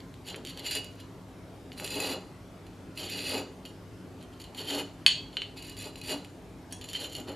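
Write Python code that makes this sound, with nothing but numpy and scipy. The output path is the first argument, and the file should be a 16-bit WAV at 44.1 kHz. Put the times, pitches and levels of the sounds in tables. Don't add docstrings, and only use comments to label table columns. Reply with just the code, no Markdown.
import sys
import numpy as np
from scipy import signal
from scipy.fft import rfft, irfft
from scipy.io import wavfile
from scipy.ndimage import uniform_filter1d

SR = 44100
rng = np.random.default_rng(int(sys.argv[2]) if len(sys.argv) > 2 else 0)


def natural_amplitude(level_db):
    exponent = np.asarray(level_db, float) / 20
    return 10 ** exponent


def unload_wav(signal):
    wavfile.write(
        sys.argv[1],
        SR,
        np.round(np.clip(np.atleast_2d(signal).T, -1, 1) * 32767).astype(np.int16),
    )


N = 324511

# start_s, peak_db, brightness_db, blow_into_glass_db
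TICKS = [(.004, -36.5, -12, -4), (1.009, -42, -14, 2), (3.1914, -21, -8, -25), (0.1412, -34, -8, -14),
         (0.3445, -21, -30, -20), (0.3505, -28, -30, -13), (0.4504, -25, -4, -10), (0.4565, -32, -10, -10),
         (0.463, -31, -8, -4), (0.472, -26, -9, -3), (0.2863, -28, -8, -1), (0.5815, -36, -8, -6),
         (0.585, -32, -12, -10), (0.595, -30.5, -9, 0), (0.5744, -30, -5, -5), (0.601, -37, -5, -9),
         (0.8446, -34.5, -3, -1.5), (1.719, -28.5, -24, -6), (1.799, -20, -32, -17), (1.851, -35, -12, -8),
         (1.877, -19.5, -10, -15), (2.6668, -43.5, -7, -2), (2.975, -34, -12, 10), (3.6523, -38, -13, 7.5),
         (3.66, -38, -13, 0), (4.2272, -39, 1, -14), (4.4004, -40.5, -5, 2), (4.417, -42, -11, 7),
         (4.448, -40, -14, 0), (4.441, -34.5, -11, 0), (4.548, -37, -10, 2.5), (5.5708, -34, -15, -13),
         (5.626, -35, -5, -15), (5.768, -36, -11, -4), (5.957, -36, -11, 4), (6.0144, -35.5, -13, 8.5),
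         (6.2478, -30, -21, -8), (6.813, -33, -9, -1.5), (6.888, -40, -10, 5), (6.933, -37, -15, 7),
         (6.9515, -24, -34, -2), (6.961, -33, -18, 6), (7.0441, -33, -22, 10), (7.052, -36, -25, 0),
         (7.1517, -31, -10, 6), (7.158, -36, -12, 4), (7.164, -36, -8, 1), (7.17, -36, -12, 3),
         (7.199, -38, -12, 1), (7.209, -40, -14, -1)]


def evened(x):
    return x / np.sqrt(np.mean(x ** 2) + 1e-20)


def read(points, hz):
    f, value = np.transpose(points)
    return np.interp(np.log(hz + 1), np.log(f + 1), value)


def drift(per_s, count):
    knots = rng.standard_normal((count, int(N / SR * 60) + 3))
    knots = signal.lfilter([1], [1, -np.exp(-min(per_s, 50) / 10)], knots)
    return [np.interp(np.arange(N) * 60 / SR, np.arange(len(k)), evened(k)) for k in knots]


def ring(x, hz, width):
    r = np.exp(-np.pi * width / SR)
    w = 2 * np.pi * hz / SR
    return np.sqrt(2 * (1 - r * r)) * signal.lfilter([0, np.sin(w)], [1, -2 * r * np.cos(w), r * r], x)


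def resonate(x, hz, width):
    turn = np.exp(2j * np.pi * np.cumsum(hz * np.ones(N)) / SR)
    r = np.exp(-np.pi * width / SR)
    return np.sqrt(2 * (1 - r * r)) * (turn * signal.lfilter([1], [1, -r], x / turn)).real


def air():
    # pitch_hz, level_db_per_hz
    noise_spectrum = [(21, -30), (35, -25), (102, -6), (148, -5), (181, -7), (227, -19), (263, -0.5),
                      (291, -7), (402, -8), (491, -13.5), (614, -14), (1170, -21.5), (1470, -24.5),
                      (3030, -30), (13500, -43)]
    # pitch_hz, likeness_0_to_1
    likeness = [(28, .3), (60, 0.81), (180, 0.96), (550, 0.93), (1650, 0.71), (4970, 0.75), (15000, 1)]
    # pitch_hz, width_hz, level_db
    hum_lines = [(98.6, 5.2, -61.5), (182.64, 7.7, -56), (264.6, 14, -59), (56.4, 15, -57),
                 (412, 25, -74.5), (626, 1.4, -71)]
    noise_db, noise_edge_hz = -48.5, 13620
    mains_hz, mains_db = 99.6, -53

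    frames, hz = N // 512 + 5, np.fft.rfftfreq(2048, 1 / SR)
    a, b, c, d, patches = rng.standard_normal((frames, 1025, 5)).T
    patches = uniform_filter1d(uniform_filter1d(patches, size=10, axis=0), size=10, axis=1)
    patches = evened(patches)
    same = np.clip(read(likeness, hz), -1, 1)[:, None]
    left = a + 1j * b
    right = same * left + np.sqrt(1 - same ** 2) * (c + 1j * d)
    level = natural_amplitude(read(noise_spectrum, hz)[:, None] + 1.9 * patches) * (hz < noise_edge_hz)[:, None]
    noise = signal.istft(np.array([left, right]) * level, nperseg=2048, noverlap=1536)[1][:, :N]
    noise = natural_amplitude(noise_db) * evened(noise)

    hum = sum(natural_amplitude(db) * ring(rng.standard_normal(N), f, width) for f, width, db in hum_lines)
    wobble = 1.2 * drift(1.5, count=1)[0]
    hum += natural_amplitude(mains_db) * np.sin(2 * np.pi * mains_hz * np.arange(N) / SR + wobble)
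    return noise * natural_amplitude([[.4], [-.4]]) + hum


def knock(t, bright_db, fade_s, hz):
    swell = ((t / fade_s) * np.exp(1 - t / fade_s)) ** 2
    blunt = np.sin(2 * np.pi * hz * t - np.pi) * swell
    edge = np.sin(2 * np.pi * 7800 * t) * (t / .0001) * np.exp(-t / .0001)
    return blunt + natural_amplitude(bright_db + 7.5) * edge


def ticks():
    out, t = np.zeros(N + 300), np.arange(300) / SR
    for s, peak_db, bright_db, _ in TICKS:
        tick = knock(t, bright_db, fade_s=.00022, hz=3500 + 35 * bright_db)
        out[round(s * SR):][:len(t)] += natural_amplitude(peak_db - 3) * tick
    return out[:N]


def push(start, rise, hold, level_db, start_db, stop_db_per_s):
    t = np.arange(0, N, 32) / SR - start
    rise = max(rise, .001)
    db = start_db * np.clip(1 - t / rise, 0, 1) - stop_db_per_s * np.maximum(t - rise - hold, 0)
    return natural_amplitude(level_db + db) * (t >= 0)


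def fill(gain):
    return np.interp(np.arange(N), np.arange(0, N, 32), gain)


def chatter(low):
    slips_per_s, fade_s, slow_share, smooth_db = 90, .004, .65, -39.5
    slips = (rng.random(N) < slips_per_s / SR) * rng.uniform(0.62, 1, N)
    bursts = evened(signal.lfilter([1], [1, -np.exp(-1 / (fade_s * SR))], slips))
    share = slow_share / (1 + (low / natural_amplitude(smooth_db)) ** 4)
    return np.sqrt(1 - share + share * bursts ** 2)


def jolts():
    # start_s, treble_peak_db
    early_jolts = [(0.2745, -31), (0.3596, -33.5), (0.4493, -44), (0.573, -39), (0.593, -29), (0.6398, -44),
                   (0.662, -26), (0.7097, -23), (0.7385, -29), (0.7513, -20), (0.8434, -42), (1.7289, -44),
                   (1.7772, -47), (1.7827, -45), (1.843, -23.5), (1.875, -39), (1.905, -28), (1.955, -26),
                   (2.0023, -23), (2.975, -36), (3.0339, -38), (3.0986, -25), (3.2923, -26), (3.3387, -25),
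                   (3.656, -41), (4.2257, -52), (4.398, -48), (4.547, -43), (4.7714, -41), (4.7984, -36)]
    # start_s, treble_peak_db
    last_jolts = [(5.5662, -39), (5.575, -43), (5.583, -38), (5.678, -37), (5.728, -41), (5.776, -43),
                  (5.81, -32), (5.82, -38), (5.872, -45), (5.977, -45), (6.05, -49), (5.6238, -32),
                  (5.6455, -41), (5.6679, -38), (5.6963, -31), (5.768, -32), (5.7987, -39), (5.8406, -38),
                  (5.9564, -38), (6.014, -44), (6.0361, -42), (6.0591, -44), (6.072, -33), (6.2458, -40),
                  (6.7111, -47), (6.7233, -32), (6.813, -45), (6.8413, -33), (6.8875, -32), (6.932, -27.5),
                  (6.9904, -42), (7.011, -34), (7.0438, -45), (7.1236, -45), (7.1511, -33.5), (7.199, -35),
                  (7.275, -48), (7.2878, -53), (7.3177, -42)]
    fade_s = 0.0043
    kicks = np.zeros(N)
    for s, peak_db in early_jolts + last_jolts:
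        kicks[round(s * SR)] = natural_amplitude(peak_db)
    return signal.lfilter([1], [1, -np.exp(-1 / (fade_s * SR))], kicks)


def pressure():
    # start_s, rise_s, hold_s, scoring_level_db, brightness_db
    strokes = [(0.242, 0.029, 0.036, -39.5, -4.5), (0.435, 0.03, 0.039, -41.5, -5),
               (0.61, 0.044, 0.022, -33.5, -8), (0.701, 0.016, 0.051, -31.5, -6),
               (1.766, 0.012, 0.11, -42, -1), (1.879, 0.044, 0.2, -33.5, -5),
               (2.951, 0.024, 0.092, -39, -4.5), (3.083, 0.0087, 0.23, -36, -6.5),
               (3.252, 0.027, 0.1, -33, -8), (4.625, 0.076, 0.1, -34, -3.5), (5.619, 0.016, 0.089, -44, -7),
               (5.765, 0.0087, 0.1, -42.5, -5), (6.029, 0.067, 0.023, -30, -5.5),
               (6.877, 0.006, 0.026, -43.5, -0.5), (6.942, 0.063, 0.05, -39.5, -3),
               (7.09, .006, 0.052, -46.5, -5.5), (7.139, 0.006, 0.045, -43.5, -3)]
    # start_s, rise_s, scoring_level_db, brightness_db
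    short_slips = [(.132, 0.012, -66, -6), (.555, 0.039, -37.5, -12), (.838, 0.0082, -46.5, -8),
                   (.97, 0.036, -50, -8), (1.716, 0.0028, -55, 1), (1.871, 0.0055, -46, -4),
                   (2.66, .006, -63, -3), (3.652, 0.001, -48.5, -0.5), (4.18, 0.032, -54, -5),
                   (4.31, 0.022, -53.5, -10), (4.396, 0.0044, -45.5, -4), (4.436, .004, -48, -4),
                   (4.546, 0.043, -34, -4.5), (5.324, 0.005, -46.5, -3.5), (5.561, 0.015, -34.5, -7.5),
                   (5.95, 0.025, -45.5, -3), (6.7, 0.0089, -49, 3), (6.81, 0.0043, -45.5, -7),
                   (6.838, 0.0033, -48, -4), (6.92, 0.028, -32.5, -10), (7.268, 0.017, -40.5, -6)]
    start_db = -18
    stop_db_per_s, slip_db_per_s = 460, 326
    creep_db, creep_db_per_s = -25, 48

    low = high = 0
    for start, rise, hold, level_db, bright_db in strokes:
        gain = push(start, rise, hold, level_db, start_db, stop_db_per_s)
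        gain += push(start, rise, hold, level_db + creep_db, start_db, creep_db_per_s)
        low, high = np.hypot(low, gain), np.hypot(high, gain * natural_amplitude(bright_db))
    for start, rise, level_db, bright_db in short_slips:
        gain = push(start, rise, 0, level_db, start_db, slip_db_per_s)
        low, high = np.hypot(low, gain), np.hypot(high, gain * natural_amplitude(bright_db))
    low, high = fill(low), fill(high)
    jolt = natural_amplitude(-4.5) * jolts()
    return np.hypot(low, jolt), np.hypot(high * chatter(low), jolt)


def cracks(per_s, spread_db):
    size = natural_amplitude(spread_db * np.minimum(rng.exponential(1, N), 5))
    return evened(size * rng.choice([-1., 1.], N) * (rng.random(N) < per_s / SR))


def scatter(x):
    return x * (2 * rng.integers(0, 2, N, dtype=np.int8) - 1)


def scoring():
    wall_hz = [2020, 2865, 3430, 4060, 5280, 5770, 6560, 7115, 7930, 9020, 9440, 10900, 11200, 11700, 12050,
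               13100, 14100, 2885, 4085]
    # width_hz, level_db
    wall = [(80.7, -13), (28, 1), (70.4, -9.5), (17.8, -5.5), (90, -25), (70.2, -16.5), (35.2, -14),
            (64, -8), (34.4, -32), (49.7, -16.5), (60.5, -12), (150, -17), (91.3, -15), (50, -26),
            (50, -16.5), (130, -29.5), (90, -22), (10, 3.5), (8.95, 2)]
    # pitch_hz, width_hz, level_db
    pressed = [(2580, 60, -1), (4130, 50, -4), (4610, 50, -1.5), (4790, 70, -9)]
    # pitch_hz, width_hz, level_db
    arm = [(3110, 62, 0), (4440, 66, -1), (2530, 60, -10), (3660, 50, -11)]
    # time_s, light_contact_share_0_to_1, arm_pitch_factor
    lean = [(.56, .75, 1.01), (.72, .05, 1.006), (1.72, .8, 1), (1.77, .05, 1), (2.98, .15, 1.01),
            (3.0, .95, 1), (3.045, .95, 1.018), (3.09, .9, 1.004), (3.11, .05, 1), (3.45, .05, 1),
            (3.64, .75, 1.01), (4.73, .95, .997), (4.84, .95, .965), (5.5, .95, .99), (5.56, .15, .997),
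            (6.1, .2, .99), (6.7, .9, 1), (7.3, .95, .985)]
    # pitch_hz, level_db_per_hz
    grit_spectrum = [(530, -20.5), (900, -37), (1600, -0.5), (2200, 1.5), (2860, 2.5), (4600, 4),
                     (6120, -20.5), (6980, -2), (8150, -15), (11100, -14), (14600, -31), (15500, -69)]

    drive = cracks(per_s=4000, spread_db=2.5) * natural_amplitude(2.06 * drift(13, count=1)[0])
    low, high = drive * np.array(pressure()) * natural_amplitude([[0], [7.5]])
    blows, bright_blows = np.zeros(N), np.zeros(N)
    for s, peak_db, bright_db, blow_db in TICKS:
        blows[round(s * SR)] = natural_amplitude(peak_db + blow_db + 16.0)
        bright_blows[round(s * SR)] = natural_amplitude(peak_db + blow_db + bright_db + 28.0)

    s, light, arm_pitch = np.transpose(lean)
    t = np.arange(N) / SR
    light = np.clip(np.interp(t, s, light), 0, 1)
    arm_pitch = np.interp(t, s, arm_pitch)

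    out = np.zeros(N)
    turns = iter(drift(30.0, count=len(wall + pressed + arm)))
    for hz, (width, db) in zip(wall_hz, wall):
        if hz >= 8500:
            width = width * 1.6
        shake = low + blows if hz < 5500 else high + bright_blows
        if 8500 < hz < 10000 or hz > 12500:
            shake = shake * (1 - .5 * light)
        out += np.sqrt(width) * ring(scatter(shake) * natural_amplitude(db + 0.37 * next(turns)), hz, width)
    for hz, width, db in pressed:
        shake = scatter(low + blows) * (1 - light) * natural_amplitude(db + 1.5 + 2.0 * next(turns))
        out += np.sqrt(width) * resonate(shake, hz * arm_pitch, width)
    for hz, width, db in arm:
        grip = next(turns)
        shake = scatter(low + blows) * light * natural_amplitude(db + 3.5 + 2.4 * grip)
        out += np.sqrt(width) * resonate(shake, hz * arm_pitch * (1 + .005 * grip), width)

    hz = np.fft.rfftfreq(N, 1 / SR)
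    treble = 1 / (1 + (5700 / (hz + 1)) ** 12)
    crackle = rfft(low) * (1 - treble) + rfft(high) * treble
    grit = irfft(crackle * natural_amplitude(read(grit_spectrum, hz)), N)
    return natural_amplitude(-29.5) * out + natural_amplitude(-6.0) * grit


def drag():
    # start_s, rise_s, hold_s, level_db
    drags = [(0.256, 0.033, 0.11, -50), (0.543, 0.028, 0.14, -52), (0.739, 0.011, 0.013, -43),
             (1.75, 0.064, 0.013, -42.5), (1.885, 0.082, 0.18, -38.5), (2.943, 0.079, 0.015, -45),
             (3.122, 0.025, 0.062, -50), (3.237, 0.12, 0.012, -33.5), (4.512, 0.097, .01, -45),
             (4.654, 0.064, 0.079, -38.5), (5.818, 0.046, .005, -47), (6.05, 0.061, 0.012, -36),
             (6.876, 0.16, 0.0092, -45), (7.131, 0.059, 0.0034, -46.5), (7.246, 0.049, 0.0098, -40)]
    # pitch_hz, width_hz, level_db
    table_modes = [(289.8, 11.5, 0.5), (349, 34, -17.5), (431, 63, 3.5), (530, 51, -1), (616, 30, -2),
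                   (790, 174, 0), (1230, 550, -7)]
    gain = fill(sum(push(*row, start_db=-22.5, stop_db_per_s=182) for row in drags))
    rub = cracks(per_s=1500, spread_db=2.0) * gain
    top = sum(natural_amplitude(db) * ring(rub, hz, width) for hz, width, db in table_modes)
    return natural_amplitude(-7.5) * signal.sosfilt(signal.butter(4, 215, "high", fs=SR, output="sos"), top)


def rattle(length):
    # pitch_hz, level_db_per_hz
    frame_spectrum = [(700, -9), (1500, 1.5), (3000, 5.5), (4400, -12), (5100, -19), (6000, -15),
                      (7000, -16), (10500, -22), (14500, -34)]
    level_db, t60_s = -23.5, 0.054
    hz, t = np.fft.rfftfreq(length, 1 / SR), np.arange(length) / SR
    clatter = rfft(rng.standard_normal(length)) * natural_amplitude(read(frame_spectrum, hz))
    return evened(irfft(clatter, length)) * natural_amplitude(level_db - 60 * t / t60_s)


def strikes(events, object_modes, split, damping, blur_hz):
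    out, t = np.zeros(N), np.arange(16000) / SR
    hz, mode_db, t60 = np.transpose(object_modes * 3)[:, :, None]
    neighbour = (np.arange(len(hz)) >= len(object_modes))[:, None]
    hz = hz * (1 + split * rng.standard_normal(hz.shape) * neighbour)
    t60 = t60 * damping * np.where(neighbour, .4, 1)
    t60 = t60 * np.where(hz > 5500, .85, 1)
    phases = 2 * np.pi * rng.random((len(events), len(hz), 1))
    steps = rng.standard_normal((len(hz), len(t)))
    wander = np.sqrt(2 * np.pi * blur_hz / SR) * np.cumsum(steps, axis=1)
    for (s, peak_db, bright_db, ring_db), phase in zip(events, phases):
        level_db = mode_db + (bright_db - events[0][2]) * (hz > 5500) - 3 * neighbour
        modes = natural_amplitude(level_db - 60 * t / t60) * np.sin(2 * np.pi * hz * t + phase + wander)
        tail = modes.sum(0) * (1 - np.exp(-t / 0.00025))
        blow = knock(t, bright_db, fade_s=.00031, hz=3100)
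        out[round(s * SR):][:len(t)] += natural_amplitude(peak_db) * (blow + natural_amplitude(ring_db) * tail + rattle(len(t)))
    return out


def snap():
    # start_s, peak_db, brightness_db, ring_db
    snaps = [
        (5.0634, .3, -13, -24.5),
    ]
    struck_hz = [2003, 2565, 2595, 2864, 2950, 3050, 3128, 3195, 3280, 3410, 3618, 3800, 4060, 4311, 4438,
                 4520, 4904, 5200, 5780, 6212, 6568, 6724, 7025, 7763, 8075, 8592, 9421, 10220, 10900,
                 11170, 12070, 14060]
    # level_db, t60_s
    struck = [(-16, 0.19), (-13, 0.3), (-2.5, 0.16), (-11, 0.4), (-2, 0.13), (3.5, 0.13), (-8, 0.37),
              (-16, 0.2), (-4.5, 0.36), (-18, .1), (-21, 0.17), (-22, 0.16), (-7, 0.38), (-2, 0.11),
              (5, 0.12), (-0.5, 0.2), (-30.5, 0.198), (-16, 0.16), (-23, 0.2), (-27, .18), (-19, 0.23),
              (-10, 0.16), (-26, .23), (-10, 0.1), (-27, 0.16), (-19.5, 0.18), (-6, 0.1), (-34, .15),
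              (-11, 0.15), (-22, 0.19), (-28, 0.19), (-30, .12)]
    modes = [(hz, *mode) for hz, mode in zip(struck_hz, struck)]
    return strikes(snaps, modes, split=.004, damping=1.0, blur_hz=8)


def bounces():
    # start_s, peak_db, brightness_db, ring_db
    rebounds = [
        (5.3693, -17, -24, -17),
        (5.419, -18, -25, -19),
    ]
    # pitch_hz, level_db, t60_s
    held = [(2433, -16, .12), (2842, -6, .24), (3050, 1, .13), (3170, -2, .06), (3400, -12, .1),
            (4037, -9, .18), (4274, -10, .08), (4404, 0, .07), (5800, -20, .06), (6800, -20, .12),
            (7100, -22, .1), (8570, -26, .14), (9378, -24, .08)]
    return strikes(rebounds, held, split=.012, damping=.8, blur_hz=10)


def clink():
    # start_s, peak_db, brightness_db, ring_db
    taps = [
        (6.7245, -33.5, 4.1, -6.5),
    ]
    # pitch_hz, level_db, t60_s
    neck = [(1669, -19, 0.34), (3330, -7, 0.4), (5642, -3, 0.24), (6115, -10, 0.17), (6568, 0, 0.2),
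            (7897, -13, 0.22), (9329, -12, 0.28), (9394, -3, 0.25), (11230, -16, 0.095), (11520, -27, 0.44),
            (13400, -19, 0.14), (14020, -21, 0.16)]
    return strikes(taps, neck, split=.008, damping=.5, blur_hz=25)


def room(x):
    # pitch_hz, t60_s
    decay = [(200, 0.048), (1000, 0.25), (3000, 0.32), (7000, 0.39), (14000, 0.065)]
    taps = np.zeros((2, SR // 2))
    at = np.arange(400, SR // 2 - 20, 20) + rng.integers(0, 20, (3, (SR // 2 - 401) // 20))
    signs = rng.choice([-1., 1.], at.shape)
    np.put_along_axis(taps, at[:2], signs[:2], 1)
    taps = taps[0] + 0.23 * taps[1] * np.array([[1], [-1]])
    hz, t, z = signal.stft(taps, SR, nperseg=256)
    tail = signal.istft(z * natural_amplitude(-60 * t / read(decay, hz)[:, None]), SR, nperseg=256)[1]
    return signal.fftconvolve(x[None], tail / np.linalg.norm(tail[0]), axes=1)[:, :N]


def scene():
    background = air()
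    hits = snap() + bounces() + clink()
    no_bass = signal.butter(2, 550, "high", fs=SR, output="sos")
    hits = signal.sosfilt(no_bass, hits)
    glass = ticks() + scoring() + hits
    table = drag()
    near = glass * natural_amplitude([[-.3], [.3]]) + table * natural_amplitude([[.2], [-.2]])
    shaken = natural_amplitude(-11) * hits
    return near + natural_amplitude(-12.0) * room(glass + table + shaken) + background


def roll_off(x):
    return signal.sosfilt(signal.butter(12, 15780, fs=SR, output="sos"), x)


def record(dry):
    edge_hz, shelf_hz, shelf_db = 15060, 14340, -21
    edge = signal.firwin(511, edge_hz, window=("kaiser", 6), fs=SR)[None]
    shelf = signal.firwin(511, shelf_hz, window=("kaiser", 6), fs=SR)
    taps = natural_amplitude(shelf_db) * edge + (1 - natural_amplitude(shelf_db)) * shelf
    limited = signal.oaconvolve(np.clip(dry, -1, 1), taps, "same") + natural_amplitude(-62) * dry
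    limited = signal.sosfilt(signal.butter(2, 42, "high", fs=SR, output="sos"), limited)
    return roll_off(limited)


dry = scene()
out = record(dry)
unload_wav(out)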